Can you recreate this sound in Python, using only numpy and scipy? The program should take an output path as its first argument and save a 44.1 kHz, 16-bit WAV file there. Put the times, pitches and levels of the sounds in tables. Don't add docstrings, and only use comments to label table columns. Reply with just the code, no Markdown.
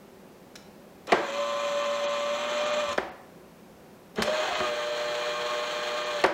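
import sys
import numpy as np
from scipy import signal
from scipy.io import wavfile
from scipy.ndimage import uniform_filter1d

SR = 44100
rng = np.random.default_rng(int(sys.argv[2]) if len(sys.argv) > 2 else 0)


def voltage_ratio(decibels):
    exponent = np.asarray(decibels, float) / 20
    return 10 ** exponent


def unload_audio(sound):
    columns = np.transpose(np.atleast_2d(sound))
    steps = np.round(np.clip(columns, -1, 1) * 32767)
    wavfile.write(sys.argv[1], SR, steps.astype(np.int16))


N = 279153


def evened(x):
    return x / np.sqrt(np.mean(x ** 2) + 1e-20)


def read(points, hz):
    f, value = np.transpose(points)
    return np.interp(np.log(hz + 1), np.log(f + 1), value)


def add(mix, s, sound):
    part = mix[round(s * SR):][:len(sound)]
    part += sound[:len(part)]


def drift(size, rate):
    span = max(int(SR / rate), 1)
    once = uniform_filter1d(rng.standard_normal(size), span)
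    return evened(uniform_filter1d(once, span))


def octaves_from_2k(hz):
    return np.log2((hz + 50) / 2000)


def coloured(x, t, colour_db, tilt, size=1024):
    overlap = size * 3 // 4
    hz, frames, z = signal.stft(x, SR, nperseg=size, noverlap=overlap)
    tilt_db = octaves_from_2k(hz)[:, None] * np.interp(frames, t - t[0], tilt)
    z = z * voltage_ratio(colour_db(hz)[:, None] + tilt_db)
    return signal.istft(z, SR, nperseg=size, noverlap=overlap)[1][:len(x)]


def causal(colour, tilt):
    hz = np.abs(np.fft.fftfreq(2048, 1 / SR))
    gain_db = read(colour, hz) + tilt * octaves_from_2k(hz)
    log_gain = np.log(voltage_ratio(np.maximum(gain_db, -90)))
    return np.fft.ifft(np.exp(np.conj(signal.hilbert(log_gain)))).real[:1024]


def air():
    # f/Hz, level/dB per Hz
    rumble_colour = [(12, -42), (20, -16), (30, -20), (82, -4), (119, -24), (150, 2), (195, 3), (330, -7),
                     (382, 6), (440, -18), (480, 0.5), (620, -6), (2500, -23.5), (4000, -41)]
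    hiss_colour = [(500, -8), (2500, -1.5), (6000, -6), (10000, -10.5), (13000, -9), (15800, -9.5)]
    t = np.arange(N) / SR
    swell = -0.15 * drift(N, 6.1)
    rumble = coloured(rng.standard_normal(N), t, lambda f: read(rumble_colour, f), swell)
    hiss = coloured(rng.standard_normal(N), t, lambda f: read(hiss_colour, f), 0 * t)
    return voltage_ratio(-51) * evened(rumble) + voltage_ratio(-62.5) * evened(hiss)


def clatter(length, density):
    t = np.arange(2048) / SR
    struck = rng.random(2048) < density / SR
    hits = rng.choice([-1., 1.], 2048) * rng.uniform(0.55, 1, 2048) * struck
    hits[0] = 1
    build_up = 1 - 0.5 * np.exp(-t / 0.0017)
    return hits * build_up * np.exp(-(t / max(length, 0.001)) ** 3)


def tick(s, db, length):
    # f/Hz, level/dB per Hz
    click_colour = [(470, -21), (800, -9), (1030, -17), (1330, -9), (3710, -10), (4000, -7.5), (4890, -17),
                    (5540, -10), (15800, -31.5)]
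    t = np.arange(1024) / SR
    click = causal(click_colour, 0)
    spring = 0.1 * np.abs(click).max() * voltage_ratio(-60 * t / 0.011) * np.sin(2 * np.pi * 5450 * t)
    snap = np.convolve(clatter(length, 9000), click + spring)
    return s, voltage_ratio(db) * snap / np.linalg.norm(snap) * np.sqrt(0.097 * length * SR)


def kitchen(x):
    # f/Hz, t60/s
    decay = [(150, 0.4), (600, 0.7), (2000, 0.65), (5000, 0.54), (10000, 0.34)]
    taps = np.zeros(SR)
    at = np.arange(300, SR - 20, 20)
    taps[at + rng.integers(0, 20, len(at))] = rng.choice([-1., 1.], len(at))
    hz, t, z = signal.stft(taps, SR, nperseg=256)
    fade = voltage_ratio(-60 * t / read(decay, hz)[:, None])
    tail = signal.istft(z * fade, SR, nperseg=256)[1]
    return signal.fftconvolve(x, tail / np.linalg.norm(tail))[:N]


def motor(rows, mesh, surges, bright, orders, shell, panels, coast):
    s, *columns = np.transpose(rows)
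    t = np.arange(s[0], s[-1] + coast, 1 / SR)
    hz, fifth_db, rattle_db = (np.interp(t, s, c) for c in columns)
    surge_half_s = 0.03502
    surge_db = sum(db * np.exp(-((t - at) / surge_half_s) ** 2) for at, db in surges)
    off = np.maximum(t - s[-1], 0)

    tilt = bright[0] + bright[1] * (rattle_db - np.median(rattle_db))
    tilt = tilt - 5 * np.exp((t[0] - t) / 0.077) - 150 * off

    coast_db = -450 * off
    fifth_db = fifth_db - 0.2 * surge_db + coast_db
    rattle_db = rattle_db + coast_db

    levels = [(5, fifth_db)]
    for k, db, best_hz, loss, share in mesh:
        levels.append((k, rattle_db + db - loss * np.abs(hz - best_hz) + share * surge_db))
    hz = hz + 0.06 * surge_db
    turn = 2 * np.pi * np.cumsum(hz * (1 + 0.0006 * drift(len(t), 40))) / SR
    free_db = -1.5 * np.clip(hz - 121, 0, 5)
    levels += [(k, db + rattle_db + free_db) for k, db in orders]
    tones = np.zeros(len(t))
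    for k, db in levels:
        wobble_db = 1.44 * drift(len(t), 30)
        tones += voltage_ratio(db + wobble_db) * np.sin(k * turn + 2 * np.pi * rng.random())

    beat = 1 + 0.14 * np.cos(turn) + 0.074 * np.cos(4 * turn)
    teeth = rng.standard_normal(len(t)) * beat * voltage_ratio(1.12 * drift(len(t), 92))

    def housing_db(f):
        rings = sum(db / (1 + (2 * (f - centre) / width) ** 2) for centre, width, db in panels)
        return read(shell, f) + rings

    rattle = evened(coloured(teeth, t, housing_db, np.clip(tilt, -4, 4), size=2048))
    edges = np.clip(np.minimum((t - t[0]) / 0.027, (t[-1] - t) / 0.01), 0, 1)
    return s[0], edges * np.sqrt(2) * tones, edges * voltage_ratio(rattle_db + 1.0) * rattle


def first_run():
    # t/s, shaft speed/Hz, whine of the 5th order/dB, gear rattle/dB
    drive = [
        (1.072, 101, -50, -36),
        (1.20, 119, -39, -43),
        (1.28, 110.4, -37, -39.5),
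        (1.39, 114.9, -30.5, -38.5),
        (2.24, 115.7, -30.5, -37.5),
        (2.49, 118.7, -34, -35.5),
        (2.80, 119.8, -28.5, -34.5),
        (2.865, 115.7, -33.5, -38),
        (2.93, 114.9, -36, -36.5),
    ]
    # shaft multiple, level over rattle/dB, best speed/Hz, loss/dB per Hz away, surge share
    mesh = [(9, -0.5, 114.8, 3, .1), (10, -7.5, 117, 0.3, 0.97), (11, -11, 115, 2.2, .1)]
    # t/s, level/dB
    surges = [(1.37, 5), (1.49, 9), (1.61, 10), (1.82, 9), (1.96, 5), (2.14, 6), (2.25, 7), (2.67, 6),
              (2.81, 5), (2.89, 6)]
    # tilt/dB per octave, change per dB of rattle above its usual level
    bright = (.9, -0.3)
    # shaft multiple, level over rattle/dB
    orders = [(2, -16), (3, -23), (4, -20), (7, -29), (8, -16), (9.5, -13.5), (13, -14.5), (18, -16.5),
              (23, -14.5), (25, -17), (28, -16), (30, -16), (90, -42)]
    # f/Hz, level/dB per Hz
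    shell = [(70, -79), (130, -44), (230, -21.5), (500, -18), (1130, -14), (1600, -20.5), (2900, -25.5),
             (3150, -19), (4190, -23), (4930, -37), (6180, -35), (7700, -42), (8500, -47.5), (15800, -57)]
    # f/Hz, width/Hz, level over housing/dB
    panels = [(537.53, 58, 6.5), (760, 77, 4), (1300, 46.5, 4.5), (1380, 48.4, 2.5), (1804, 77, 9),
              (2040, 60, 7), (2438, 106, 15), (3060, 83, 7.5), (3330, 87.9, 2), (4130, 150, 4),
              (5320, 35, 13), (5940, 139.3, 9.5), (6260.1, 180, 11), (6470, 43, 7), (6820, 67, 18.5),
              (7370, 370, 13), (7870, 94, 13.5), (10285, 80, 9)]
    return motor(drive, mesh, surges, bright, orders, shell, panels, coast=0.064)


def knock(s, db, low_hz, high_hz, tilt):
    # f/Hz, level/dB, t60/s
    body = [(230, -12.5, 0.053), (380, 1, 0.088), (560, 2, 0.054), (990, -11, 0.045), (1430, -25, 0.015),
            (1680, -34, 0.034), (2240, -30, 0.04585), (3318, -37, .03)]
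    # f/Hz, level/dB per Hz
    snap_colour = [(60, -34), (150, -12.5), (440, -5), (700, 0), (1330, -6.5), (1860, -6), (2670, -14),
                   (4620, -17), (6500, -28), (8370, -32.5), (15800, -54)]
    t = np.arange(4096) / SR
    length = 0.015 + 0.00015 * db

    modes = body + [(low_hz, 2.5, 0.045), (high_hz, -3.5, 0.05)]
    ring = sum(voltage_ratio(level - 60 * t / t60) * np.cos(2 * np.pi * f * t) for f, level, t60 in modes)
    ring = signal.lfilter(*signal.butter(2, 3500, fs=SR), ring)
    ring = ring / np.linalg.norm(ring) * 0.5 * voltage_ratio(min(-3.0 * tilt, 12))

    snap = np.pad(causal(snap_colour, tilt), (0, 3072))
    snap = snap / np.linalg.norm(snap)
    dull = signal.lfilter([0.5, 0.5], [1], snap)
    dull = signal.lfilter(*signal.butter(2, 2500, fs=SR), dull)

    hits = clatter(length, 6000)
    force = np.linalg.norm(hits)
    sharp = 1.3 * hits * np.exp(-t[:2048] / (0.4 * length))
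    blow = np.convolve(hits, 0.5 * ring + dull) + np.convolve(sharp, snap - dull)
    blow[:4096] += 2.3 * force * ring * (1 - np.exp(-(t / 0.0039) ** 2))
    far = np.pad(1.8 * ring + 0.5 * (snap + dull), (0, 2047)) * force
    low_cut = signal.butter(3, 150, "high", fs=SR, output="sos")
    both = signal.sosfilt(low_cut, [blow, far])
    return s, voltage_ratio(db) * both / np.abs(both[0]).max()


def thump(s, db, hz, t60):
    t = np.arange(SR // 3) / SR
    turn = 2 * np.pi * np.cumsum(hz * (1 + 0.1 * drift(len(t), 60))) / SR
    return s, voltage_ratio(db - 60 * t / t60) * np.sin(turn) * (1 - np.exp(-t / 0.0051))


def groan(s, length, db, from_hz, to_hz):
    size = int(length * SR)
    turn = 2 * np.pi * np.cumsum(np.linspace(from_hz, to_hz, size)) / SR
    rough = voltage_ratio(1.5 * drift(4096, 250)[np.arange(size) % 4096])
    return s, voltage_ratio(db) * np.sin(turn) * rough * signal.windows.tukey(size, 0.7)


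def second_run():
    # t/s, shaft speed/Hz, whine of the 5th order/dB, gear rattle/dB
    drive = [
        (4.16, 110, -55, -33.5),
        (4.25, 118, -36.5, -37),
        (4.33, 124.5, -30.5, -34.5),
        (4.415, 123.2, -34.5, -32),
        (4.49, 127, -58, -32.5),
        (4.59, 124.3, -32.5, -33.5),
        (4.72, 119.3, -35, -36.5),
        (6.09, 120.3, -34.5, -36),
        (6.23, 116, -34.5, -36),
    ]
    # shaft multiple, level over rattle/dB, best speed/Hz, loss/dB per Hz away, surge share
    mesh = [(4, -6.5, 119.7, 2.5, -0.44), (9, -10.5, 121, 0.95, 1.0), (10, -9.5, 121, 1.1, 0.86),
            (20, -12, 120.5, 1.5, 0.45)]
    # t/s, level/dB
    surges = [(4.55, 6.94), (4.65, 8), (4.82, 5.9), (5.08, 4), (5.23, 5.9), (5.37, 11.1), (5.51, 12.1),
              (5.64, 6.9), (5.82, 5), (5.99, 8), (6.1, 11.2)]
    # tilt/dB per octave, change per dB of rattle above its usual level
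    bright = (.1, -0.17)
    # shaft multiple, level over rattle/dB
    orders = [(2, -33), (3, -17.5), (6, -16), (7, -13.5), (7.5, -32), (11, -16.5), (13, -13.5), (15, -15),
              (17, -28.5), (26, -18), (27, -15), (34, -18)]
    # f/Hz, level/dB per Hz
    shell = [(70, -67.5), (130, -35), (420, -14), (670, -14.5), (1070, -9), (1390, -14.5), (3210, -17.5),
             (4190, -17), (4930, -29), (6570, -27.5), (7800, -30.5), (8500, -37), (10300, -43),
             (15800, -47.5)]
    # f/Hz, width/Hz, level over housing/dB
    panels = [(370, 120, 3.3), (615.5, 39, 12.7), (790, 45, 4), (1310, 31, 2.9), (1594, 240, 5.9),
              (1805, 53.9, 3.9), (2054, 96, 5.4), (2520, 26, 7.4), (3220, 530, 6.9), (4280, 200, 5.2),
              (5680, 124.2, 5.544), (6270, 64.45, 10.4), (6635, 78, 12.4), (7360, 170, 7),
              (8900, 98.6, 2.9), (9406, 50.4, 6), (11410, 200, 3.27), (13600, 200, 4), (15530, 250, 11.33)]
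    return motor(drive, mesh, surges, bright, orders, shell, panels, coast=0.03)


def scene():
    # t/s, peak level/dB, bounce length/s
    ticks = [
        (0.555, -31, 0.01),
        (1.0703, -34, 0.0083),
        (2.89, -31, .004),
        (2.928, -30, 0.0059),
        (4.158, -35, 0.0074),
        (4.2207, -21.5, 0.017),
        (6.216, -33, 0.0059),
        (6.26, -30, .008),
    ]
    # t/s, peak level/dB, low ring/Hz, high ring/Hz, brightness/dB per octave
    knocks = [
        (1.1205, -6, 446, 1570, 0.27),
        (1.198, -46, 606, 2430, .1),
        (2.9778, -9, 749, 1720, 0.4),
        (3.026, -31, 770, 1700, -1),
        (3.439, -49, 590.5, 1310, -9),
        (4.2211, -14, 385, 990, 4.5),
        (4.274, -20.5, 560, 1090, -1.5),
        (4.602, -19.5, 370, 1100, 0.5),
        (6.239, -7, 595, 1502, 0.4),
    ]
    # t/s, peak level/dB, f/Hz, t60/s
    thumps = [
        (1.126, -40.5, 80.4, 0.14),
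        (2.881, -41, 84.5, 0.14),
        (2.98, -46, 70.88, 0.21),
        (4.192, -34.5, 75, 0.15),
        (4.52, -47, 69.4, .2),
        (4.599, -41, 80, 0.23),
        (6.24, -39, 75, 0.1615),
    ]
    # t/s, length/s, peak level/dB, from f/Hz, to f/Hz
    groans = [(1.135, 0.058, -33, 569, 585), (4.178, 0.036, -27.5, 205, 218), (4.182, 0.02, -22, 423, 400),
              (4.205, 0.028, -30, 217, 186), (4.215, 0.021, -36, 396, 380), (4.275, 0.033, -30, 542, 522),
              (4.435, 0.039, -34, 762, 760), (4.47, .035, -34, 760, 754), (4.493, 0.043, -31.5, 735, 687),
              (4.593, 0.078, -39, 380, 356), (4.6, 0.025, -37.5, 234, 230), (4.606, 0.032, -35, 707, 710)]
    tones, rattle, hits, near, far = np.zeros((5, N))
    for s, tone, noise in (first_run(), second_run()):
        add(tones, s, tone)
        add(rattle, s, noise)
    for make, table in ((tick, ticks), (thump, thumps), (groan, groans)):
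        for row in table:
            add(hits, *make(*row))
    for row in knocks:
        s, blow = knock(*row)
        add(near, s, blow[0])
        add(far, s, blow[1])
    send = voltage_ratio(-20) * tones + voltage_ratio(-11.5) * rattle + voltage_ratio(-7) * hits + voltage_ratio(-8) * far
    return (tones + rattle + hits + near + kitchen(send) + air())[None]


def top_cut(x):
    return signal.sosfilt(signal.butter(12, 16500, fs=SR, output="sos"), x)


def record(dry):
    # t/s, length/s, above f/Hz, loss/dB
    dropouts = [(1.826, .012, 7800, -14), (2.071, .03, 7600, -49), (2.071, .02, 4900, -10),
                (2.127, 0.0093, 7800, -19), (2.656, 0.014, 7300, -15), (2.721, 0.016, 7200, -18),
                (3.106, .016, 5600, -16), (4.556, 0.01822, 7500, -14), (6.05, 0.016, 7200, -14)]
    hz, t, z = signal.stft(dry, SR, nperseg=256)
    loss_db = 0
    for s, length, edge_hz, db in dropouts:
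        loss_db = loss_db + db * np.outer(hz > edge_hz, np.exp(-(2 * (t - s) / length) ** 4))
    x = signal.istft(z * voltage_ratio(loss_db), SR, nperseg=256)[1][:, :N]
    band_limit = signal.firwin(1023, 15830, window=("kaiser", 9), fs=SR)
    mix = signal.oaconvolve(x, band_limit[None], "same")
    return top_cut(mix)


dry = scene()
out = record(dry)
unload_audio(out)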